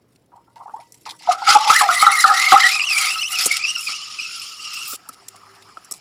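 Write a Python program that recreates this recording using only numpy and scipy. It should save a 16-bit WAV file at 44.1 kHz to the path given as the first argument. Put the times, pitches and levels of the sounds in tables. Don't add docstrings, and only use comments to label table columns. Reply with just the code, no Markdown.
import sys
import numpy as np
from scipy import signal
from scipy.io import wavfile
from scipy.ndimage import uniform_filter1d, map_coordinates

SR = 44100
rng = np.random.default_rng(int(sys.argv[2]) if len(sys.argv) > 2 else 0)


def natural_amplitude(level_db):
    exponent = np.asarray(level_db, float) / 20
    return 10 ** exponent


def unload_audio(sound):
    columns = np.transpose(np.atleast_2d(sound))
    steps = np.round(np.clip(columns, -1, 1) * 32767)
    wavfile.write(sys.argv[1], SR, steps.astype(np.int16))


N = 264864
SHUT_S = 4.968

# time in seconds, roar level in dB, fizz level in dB.
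LEAK = [(0, -80, -78), (.55, -77, -77), (.62, -69, -67.5), (1.19, -63, -57.5)]
# start in seconds, level in dB, settled pitch in Hz, share by which the pitch falls
# (negative: rises), lower hollow's kick in dB over the gulp.
GULPS = [(1.273, -12.5, 846, 0.14, -11), (1.281, -12, 704, .25, 0.5), (1.31, -12, 1193, .1, -11),
         (1.42, -16.5, 777, 0.26, -24), (1.473, -6, 1215, 0.11, -36), (1.498, -6, 1289, 0.093, -33),
         (1.551, -5.5, 1121, 0.18, 0.5), (1.674, -8, 820, 0.13, -18), (1.698, 0.5, 1407, -0.24, -29),
         (1.809, -4.5, 965, 0.35, 1.5), (1.889, -0.5, 1457, -0.18, -23), (2.025, 0, 1252, 0.042, -14),
         (2.066, 5.5, 1362, -0.057, -22), (2.241, 2.5, 1182, 0.262, -13), (2.299, 0.5, 1221, 0.091, -18.5),
         (2.52, 3.5, 1045, 0.36, -7.5), (2.56, -2, 1300, -0.07, -38), (3.157, -20.5, 1282, .05, -51),
         (3.763, -27, 1370, .05, -38), (3.885, -28.5, 1190, 0.053, -22)]
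# frequency in Hz, relative density in dB per Hz.
ROAR_SPECTRUM = [(970, -31), (1650, -9.5), (1920, -6.5), (2030, 5.5), (2310, -2), (2740, -1), (3410, -2.5),
                 (5190, 0), (6290, -10.5), (6920, -8), (8500, -20), (11000, -41), (18700, -120)]
FIZZ_SPECTRUM = [(2350, -85.5), (4000, -9), (4570, -13.5), (4960, -12), (5500, 2), (6290, -6.5), (7620, 2),
                 (8650, -4.5), (9770, 3.5), (11500, -9.5), (12200, -4), (13100, -21), (13900, -9),
                 (14700, -10.5), (16000, -29.5)]


def unit(x):
    return x / np.sqrt(np.mean(np.abs(x) ** 2) + 1e-20)


def along(points, hz):
    point_hz, value = np.transpose(points)
    return np.interp(np.log(hz + 1), np.log(point_hz + 1), value)


def curves(rows):
    time_s, *columns = np.transpose(rows)
    return [np.interp(np.arange(N) / SR, time_s, column) for column in columns]


def wobble(rate_hz):
    knots = rng.standard_normal(int(N * rate_hz / SR) + 4)
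    return map_coordinates(knots, [np.arange(N) * rate_hz / SR])


def rush(spectrum, patchy_db):
    hz, _, z = signal.stft(rng.standard_normal(N), SR, nperseg=512)
    field = rng.standard_normal(z.shape)
    for axis in (0, 1):
        field = uniform_filter1d(field, size=5, axis=axis)
    z = z * natural_amplitude(along(spectrum, hz)[:, None] + patchy_db * unit(field))
    return unit(signal.istft(z, SR, nperseg=512)[1][:N])


def sing(hz, width_hz, waver):
    trembling_hz = hz * (1 + waver * wobble(50) + .6 * waver * wobble(130))
    turns = np.cumsum(trembling_hz) / SR
    pole = np.exp(-np.pi * width_hz / SR)
    drive = rng.standard_normal(N) + 1j * rng.standard_normal(N)
    ragged = signal.lfilter([1], np.poly([pole, pole ** 3]), drive)
    return unit(ragged) * np.exp(2j * np.pi * turns)


def jet():
    # frequency in Hz, relative density in dB per Hz.
    simmer_spectrum = [(970, -43), (1650, -18), (1930, -13), (2790, 2.5), (3080, -1.5), (3760, -6),
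                       (5280, 5), (6360, -11), (6970, -2.5), (8150, -25.5), (9000, -10.5), (11700, -48.5),
                       (19800, -120)]
    churn_spectrum = [(18, -44), (30, -27.5), (199, -8), (226, -30.5), (572, -10.5), (650, -13.5),
                      (840, -25.5), (1430, -120)]
    # time in seconds, level in dB.
    shrill_rows = [(4.72, -86.5), (4.745, -41), (4.78, -65.5), (4.865, -59), (4.88, -29.5), (4.955, -38),
                   (4.965, -90)]
    sink_s, sink_takes_s = 3, 1
    roar_db, fizz_db = steam()
    t = np.arange(N) / SR
    sunk_rad = np.clip((t - sink_s) / sink_takes_s, 0, 1) * np.pi / 2
    lively = np.where(t < SHUT_S, 1 - 0.36 * sunk_rad, .25)
    sputter_db = lively * (0.59 * wobble(12) + 1.7 * wobble(25.046) + 2.8 * wobble(110))

    open_roar = np.cos(sunk_rad) * rush(ROAR_SPECTRUM, patchy_db=3.2)
    sunken_roar = np.sin(sunk_rad) * rush(simmer_spectrum, patchy_db=2.5)
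    torn = natural_amplitude(-6 - 6 * sunk_rad) * (t < SHUT_S) * chirps(count=2400)
    roar = natural_amplitude(roar_db + sputter_db) * (open_roar + sunken_roar + torn)

    fizz_gain = natural_amplitude(fizz_db + 1.04 * sputter_db + 2.3 * wobble(300))
    fizz = fizz_gain * rush(FIZZ_SPECTRUM, patchy_db=4.5)
    shrill_db, = curves(shrill_rows)
    shrill = natural_amplitude(shrill_db + sputter_db) * sing(14500, width_hz=900, waver=.01).real
    churn_db = .5 * roar_db - 57.5 + 1.3 * wobble(3.5)
    churn = natural_amplitude(churn_db) * rush(churn_spectrum, patchy_db=3)
    return roar + fizz + shrill + churn


def steam():
    # time in seconds, roar level in dB, fizz level in dB.
    jet_rows = [(1.2, -48, -58), (1.29, -37, -57.5), (1.32, -25, -36.5), (1.36, -45, -56),
                (1.46, -31.5, -46), (1.48, -17, -31), (1.55, -19, -25.5), (1.58, -33.5, -45.5),
                (1.64, -28, -42.5), (1.71, -19.5, -27.5), (1.74, -24, -29.5), (1.81, -22, -24),
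                (1.85, -31, -40), (2.03, -24, -22.5), (2.06, -28.5, -34.5), (2.21, -26.5, -21.5),
                (2.27, -29.5, -35), (2.53, -19.5, -25.5), (2.56, -26, -38), (2.66, -23, -27),
                (2.87, -35.5, -41), (2.98, -24.5, -24), (3.06, -22.5, -30), (3.26, -45.5, -39.5),
                (3.33, -24, -24.5), (3.36, -30.5, -34), (3.41, -20.5, -29.5), (3.47, -29.5, -18.5),
                (3.49, -28.5, -40), (3.58, -28, -34), (3.61, -32.5, -49.5), (3.84, -39, -37),
                (3.9, -29, -38.5), (3.99, -34, -54), (4.38, -34.5, -44.5), (4.58, -38, -45),
                (4.67, -34, -48.5), (4.96, -36, -32)]
    simmer_db, simmer_fizz_db = -56, -62.5
    return curves([*LEAK, *jet_rows, (SHUT_S, simmer_db, simmer_fizz_db)])


def chirps(count):
    when, pitch, sweep, size, life = rng.random((count, 5)).T[..., None]
    t = np.arange(SR // 40) / SR
    start_hz, sweep_per_s = 2200 * 3.2 ** pitch, 45 * sweep - 12
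    turns = start_hz * (t + sweep_per_s * t ** 2 / 2)
    life_s = .002 + .003 * life
    shape = t / life_s * np.exp(-t / life_s)
    grain = natural_amplitude(-3.5 * np.log(1 - size)) * np.sin(2 * np.pi * turns) * shape
    where = (when * N).astype(int) + np.arange(len(t))
    return unit(np.bincount(where.ravel(), grain.ravel())[:N])


def pocket():
    # time in seconds, pitch in Hz, level in dB (both before the gulps lower them).
    pocket_rows = [(1.702, 1767, -25), (1.752, 1930, -10), (1.87, 1802, -27.5), (1.929, 1968, -13),
                   (2.011, 2193, -16.5), (2.074, 1902, -13), (2.139, 2180, -14), (2.184, 2003, -17.5),
                   (2.311, 1875, -14.5), (2.42, 2200, -13.5), (2.504, 2220, -16.5), (2.6, 1878, -12),
                   (2.681, 1953, -14.5), (2.712, 2370, -18), (2.769, 2560, -16.5), (2.86, 2770, -27.5),
                   (2.899, 2714, -16), (3.036, 2147, -19), (3.11, 2694, -17.5), (3.2, 2750, -18.5),
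                   (3.28, 2980, -19.5), (3.3, 2797, -31.5), (3.32, 2763, -20.5), (3.402, 2386, -17.5),
                   (3.446, 2710, -31), (3.491, 2500, -59), (3.515, 2293, -15.5), (3.58, 2205, -33),
                   (3.7, 2833, -16.5), (3.74, 2857, -36), (3.77, 2670, -15), (3.84, 2662, -34),
                   (3.9, 2310, -14.5), (3.952, 2857, -26.5), (4.03, 2900, -39), (4.171, 2750, -63),
                   (4.19, 2740, -27.5), (4.289, 2585, -36.5), (4.501, 2860, -42.5), (4.78, 2786, -25),
                   (4.87, 2726, -32), (4.89, 2680, -52), (4.949, 2570, -54)]
    # time in seconds, tremble as a share of the pitch.
    tremble_rows = [(1.7, .03), (2.1, .021), (2.7, .017), (3.95, .015), (4.1, .014)]
    collapse_db, regrow_t60_s = 16, .22
    swell = .08
    hz, db = curves([(1.68, 1700, -110), *pocket_rows, (SHUT_S, 2600, -110)])
    tremble, = curves(tremble_rows)
    burst = np.minimum(after_gulps(1, .002, regrow_t60_s), 1)
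    db = db - collapse_db * burst
    hz = hz * (1 - swell * burst)
    hz = hz * (1 + 2.5 * tremble * tears(70))

    tone = sing(hz, width_hz=70, waver=.6 * tremble)
    favour_db = -27 * np.abs(np.log2(2 * hz / 5100))
    second = natural_amplitude(-5 + favour_db + 4.5 * wobble(45)) * sing(2 * hz, width_hz=190, waver=tremble)
    third = natural_amplitude(-20 + 5.5 * wobble(30)) * sing(3 * hz, width_hz=260, waver=tremble)
    flutter_db = 1.5 * wobble(14) + 3 * wobble(40)
    return natural_amplitude(db + flutter_db) * (tone + second + third).real


def tears(rate_hz):
    cuts = np.cumsum(rng.exponential(1, int(2 * N * rate_hz / SR))) * SR / rate_hz
    piece = np.searchsorted(cuts, np.arange(N))
    start, slope = rng.standard_normal((2, len(cuts) + 1))[:, piece]
    since = np.arange(N) - np.r_[0, cuts][piece]
    return unit(start + (.5 + slope) * (since * rate_hz / SR - 1))


def pitcher():
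    # time in seconds, lower pitch in Hz, lower hum in dB over the roar, upper hum in dB over the roar.
    hollow_rows = [(1.2, 900, -23, -26), (1.28, 720, 0.5, 0.5), (1.58, 860, 1.5, 6), (1.72, 830, 12.5, -3),
                   (1.79, 830, -40, -3), (1.92, 710, -13, -1), (2.05, 800, -9, 3), (2.5, 780, -14, -1.5),
                   (2.85, 760, -13.5, -0.5), (3.1, 765, -14, -2.5), (3.35, 745, -17.5, -4.5),
                   (4.2, 795, -37, -10), (4.93, 800, -23, -3)]
    # frequency in Hz, relative density in dB per Hz.
    still_spectrum = [(500, -46), (650, -7), (760, -5.5), (950, -6.5), (1150, -3), (1300, 1.5), (1450, -10),
                      (1800, -10.5), (2400, -13.5), (3500, -41.5)]
    upper_hz, upper_strays, still_db = 1278, .03, -52.5
    bloom_s, low_t60_s, high_t60_s = 0.004, 0.25, 0.23
    kick_db, miss_db_per_octave = -8.5, 14
    t = np.arange(N) / SR
    roar_db, _ = steam()
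    low_hz, low_db, high_db = curves(hollow_rows)
    _, gulp_db, gulp_hz, _, stir_db = np.transpose(GULPS)
    near_db = kick_db - miss_db_per_octave * np.abs(np.log2(gulp_hz / upper_hz))
    low_gain = natural_amplitude(roar_db + low_db) + after_gulps(natural_amplitude(gulp_db + stir_db), bloom_s, low_t60_s)
    high_gain = natural_amplitude(roar_db + high_db) + after_gulps(natural_amplitude(gulp_db + near_db), bloom_s, high_t60_s)

    blur = 1 + 1.5 * np.clip(t - 4, 0, 1)
    low = low_gain * natural_amplitude(1.8 * wobble(30.02)) * sing(low_hz, width_hz=30.3, waver=0.019 * blur)
    straying_hz = upper_hz * (1 + upper_strays * wobble(11))
    high_tone = sing(straying_hz, width_hz=99.6, waver=0.01445 * blur)
    high = high_gain * natural_amplitude(0.9 * wobble(30)) * high_tone
    moving = np.clip((SHUT_S - t) / .02, 0, 1)
    still = natural_amplitude(still_db) * rush(still_spectrum, patchy_db=4.5)
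    return moving * (low + high).real + (1 - moving) * still


def after_gulps(gains, rise_s, t60_s):
    kicks, t = np.zeros(N), np.arange(SR // 2) / SR
    kicks[np.round(np.transpose(GULPS)[0] * SR).astype(int)] = gains
    swelling = (1 - np.exp(-t / rise_s)) * natural_amplitude(-60 * t / t60_s)
    return np.abs(signal.fftconvolve(kicks, swelling)[:N])


def gulps():
    # start in seconds, level in dB, pitch in Hz,
    # thump in dB over the note.
    plop_rows = [(3.46, -25, 1150, -3), (3.886, -38, 1879, -12.5), (4.93, -28, 1367, -11),
                 (5.091, -22.5, 1292, -26), (5.344, -37.5, 744, -20), (5.347, -34.5, 1150, -20.5),
                 (5.771, -22.5, 1310, -27), (5.774, -36, 710, -23), (5.913, -30.5, 1215, -13.5)]
    gulp_t60_s, plop_t60_s, glide_s, gulp_thump_db = 0.086, 0.032, .008, -48
    out, t = np.zeros(N + SR), np.arange(SR // 10) / SR
    slosh_band = signal.butter(2, [170, 750], "band", fs=SR)
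    events = [(s, db, hz, fall, gulp_thump_db, gulp_t60_s) for s, db, hz, fall, _ in GULPS]
    events += [(s, db, hz, 0, thump_db, plop_t60_s) for s, db, hz, thump_db in plop_rows]
    for s, db, hz, fall, thump_db, t60_s in events:
        turns = np.cumsum(hz * (1 + fall * np.exp(-t / glide_s))) / SR
        note = natural_amplitude(-60 * t / t60_s) * np.sin(2 * np.pi * turns) * (1 - np.exp(-t / 0.00088))
        slosh = unit(signal.lfilter(*slosh_band, rng.standard_normal(len(t))))
        thump = natural_amplitude(thump_db) * slosh * (t / 0.0038) * np.exp(1 - t / 0.0041)
        out[round(s * SR):][:len(t)] += natural_amplitude(db) * (note + thump)
    return out[:N] * natural_amplitude(1.9 * wobble(200))


def bubbles():
    # start in seconds, level in dB (the note is 1 dB lower), pitch in Hz at 10 ms,
    # climb as a share per second, splash in dB over the level.
    bubble_rows = [(0.319, -39, 950, 2.2, -7.5), (0.355, -37, 822, 11, -20), (0.379, -44, 870, 11, -13),
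                   (0.471, -52, 1340, 1.8, -3), (0.56, -36.5, 930, 3.6, -1), (0.6, -39, 970, 1.7, -7.5),
                   (0.657, -29.5, 899, 18, -22.5), (0.679, -31.5, 908, 13, -6.5),
                   (0.736, -24.5, 870, 8.7, -20), (0.759, -36.5, 897, 2.9, -4),
                   (0.789, -37, 702, 15.5, -16), (0.809, -53, 850, 11, -12), (0.945, -55, 940, 1.9, -6),
                   (1.061, -27.5, 919, 3.2, 0.5), (1.084, -41.5, 850, 2.4, -9), (1.119, -46.5, 910, 2.9, 0),
                   (1.209, -50, 935, 1.9, 6), (1.234, -50, 900, 2.2, -13)]
    # frequency in Hz, relative density in dB per Hz.
    splash_spectrum = [(150, -57.5), (400, -13), (600, -12), (900, 7), (1300, -5), (1700, -20.5),
                       (2400, -26), (4000, -45), (9000, -47)]
    # frequency in Hz, gain in dB, t60 in seconds.
    steel_modes = [(938.5, -47.5, 0.22), (1966, -45, 0.71), (3030, -62, .3), (3800, -61.5, .5),
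                   (4600, -50, .6), (5400, -53.5, 0.45)]
    leak_rings_db = 9
    notes, splash, t = np.zeros(N + SR), np.zeros(N + SR), np.arange(SR // 10) / SR
    splash_decay = natural_amplitude(-60 * t / 0.16) + 0.76 * natural_amplitude(-60 * t / 0.0069)
    splash_shape = splash_decay * (1 - np.exp(-t / 0.0022))
    for s, db, hz, climb, splash_db in bubble_rows:
        turns = np.cumsum(hz * (1 + climb * (t - .01))) / SR
        ring = natural_amplitude(-1.0 - 60 * t / 0.11) * np.sin(2 * np.pi * turns) * (1 - np.exp(-t / 0.0023))
        notes[round(s * SR):][:len(t)] += natural_amplitude(db) * ring
        splash[round(s * SR):][:len(t)] += natural_amplitude(db + splash_db) * splash_shape
    notes = notes[:N] * natural_amplitude(4.7 * wobble(160))
    splash = splash[:N] * natural_amplitude(2.7 * wobble(280)) * rush(splash_spectrum, patchy_db=6.5)

    t = np.arange(SR) / SR
    steel = sum(natural_amplitude(db - 60 * t / t60_s) * np.sin(2 * np.pi * hz * t) for hz, db, t60_s in steel_modes)
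    _, fizz_db = steam()
    leaking = np.arange(N) / SR < LEAK[-1][0]
    leak = natural_amplitude(fizz_db + leak_rings_db) * leaking * rush(FIZZ_SPECTRUM, patchy_db=2.5)
    return notes + splash + signal.fftconvolve(splash + leak, steel)[:N]


def spits():
    # start in seconds, fizz level in dB before an 8 dB cut, length in seconds, roar in dB over the fizz.
    spit_rows = [(0.159, -48.5, 0.0053, 5), (0.557, -55.5, 0.026, 7.5), (0.799, -54, 0.04, 8.5),
                 (0.921, -37.5, 0.01, -24), (0.942, -39, 0.01, -7), (1.054, -46, 0.042, 16.5),
                 (1.092, -35.5, 0.03, 9.5), (1.22, -47, 0.035, 8), (1.3182, -23.5, 0.01, -9),
                 (3.3166, -21, 0.028, -24), (3.457, -4, 0.013, -21), (3.512, -16, 0.018, -3),
                 (3.567, -19, 0.012, 4), (4.7325, -25.5, 0.016, -7), (4.878, -21.5, 0.01, -30),
                 (5.0884, -21.5, 0.0074, -20), (5.128, -41, 0.021, -2), (5.2818, -23.5, 0.0076, -12.5),
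                 (5.357, -41, 0.014, -6), (5.5494, -50.5, 0.019, 6), (5.622, -44.5, 0.01, 3.5),
                 (5.771, -48, 0.0069, 8), (5.845, -34, 0.011, -17), (5.911, -19.5, 0.016, -22),
                 (5.936, -35.5, 0.046, -9)]
    fizz, roar, t = np.zeros(N + SR), np.zeros(N + SR), np.arange(SR // 8) / SR
    for s, db, length_s, roar_db in spit_rows:
        shut = 1 / (1 + np.exp(np.clip((t - length_s) / .0015, -30, 30)))
        shape = natural_amplitude(db - 8 - 200 * t) * shut * (1 - np.exp(-t / .0007))
        fizz[round(s * SR):][:len(t)] += shape
        roar[round(s * SR):][:len(t)] += natural_amplitude(roar_db) * shape
    spatter = fizz[:N] * rush(FIZZ_SPECTRUM, patchy_db=3) + roar[:N] * rush(ROAR_SPECTRUM, patchy_db=3)
    return natural_amplitude(3.3 * wobble(400)) * spatter


def kitchen(x):
    # frequency in Hz, t60 in seconds.
    room_t60 = [(200, 0.367), (2000, 0.2), (10000, 0.11)]
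    hz, t, z = signal.stft(rng.standard_normal(SR // 2), SR, nperseg=256)
    decay = natural_amplitude(-60 * t / along(room_t60, hz)[:, None])
    tail = signal.istft(z * decay, SR, nperseg=256)[1]
    delayed = np.pad(x, (300, 0))
    return signal.fftconvolve(delayed, tail / np.linalg.norm(tail))[:N]


def background():
    # frequency in Hz, relative density in dB per Hz.
    air_spectrum = [(18, -74), (30, -27), (48, -15), (103, -3), (239, -8.5), (486, -10.5), (569, -16),
                    (8740, -45.5), (13300, -39.5), (16000, -42)]
    # frequency in Hz, level in dB before an 8 dB lift, start in seconds, end in seconds.
    hum_rows = [(118.4, -73, 0, 5), (104, -65, 5.22, 5.86), (392, -68, 5.1, 5.8), (318, -69, .85, 1.6)]
    t = np.arange(N) / SR
    out = natural_amplitude(-60.5) * rush(air_spectrum, patchy_db=1.5)
    for hz, db, start_s, end_s in hum_rows:
        fade = np.clip(np.minimum(t - start_s, end_s - t) / 0.046, 0, 1)
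        out += natural_amplitude(db + 8) * fade * sing(hz, width_hz=hz / 45, waver=0.0018).real
    return out


def scene():
    near = jet() + pocket() + pitcher() + gulps() + bubbles() + spits()
    return (near + natural_amplitude(-23.0) * kitchen(near) + background())[None]


def top_cut(x):
    return signal.sosfilt(signal.butter(12, 16470, fs=SR, output="sos"), x)


def record(dry):
    rounded = dry / (1 + np.abs(dry / .87) ** 8) ** (1 / 8)
    mix = signal.lfilter(*signal.butter(1, 90, "high", fs=SR), rounded)
    return top_cut(mix)


dry = scene()
out = record(dry)
unload_audio(out)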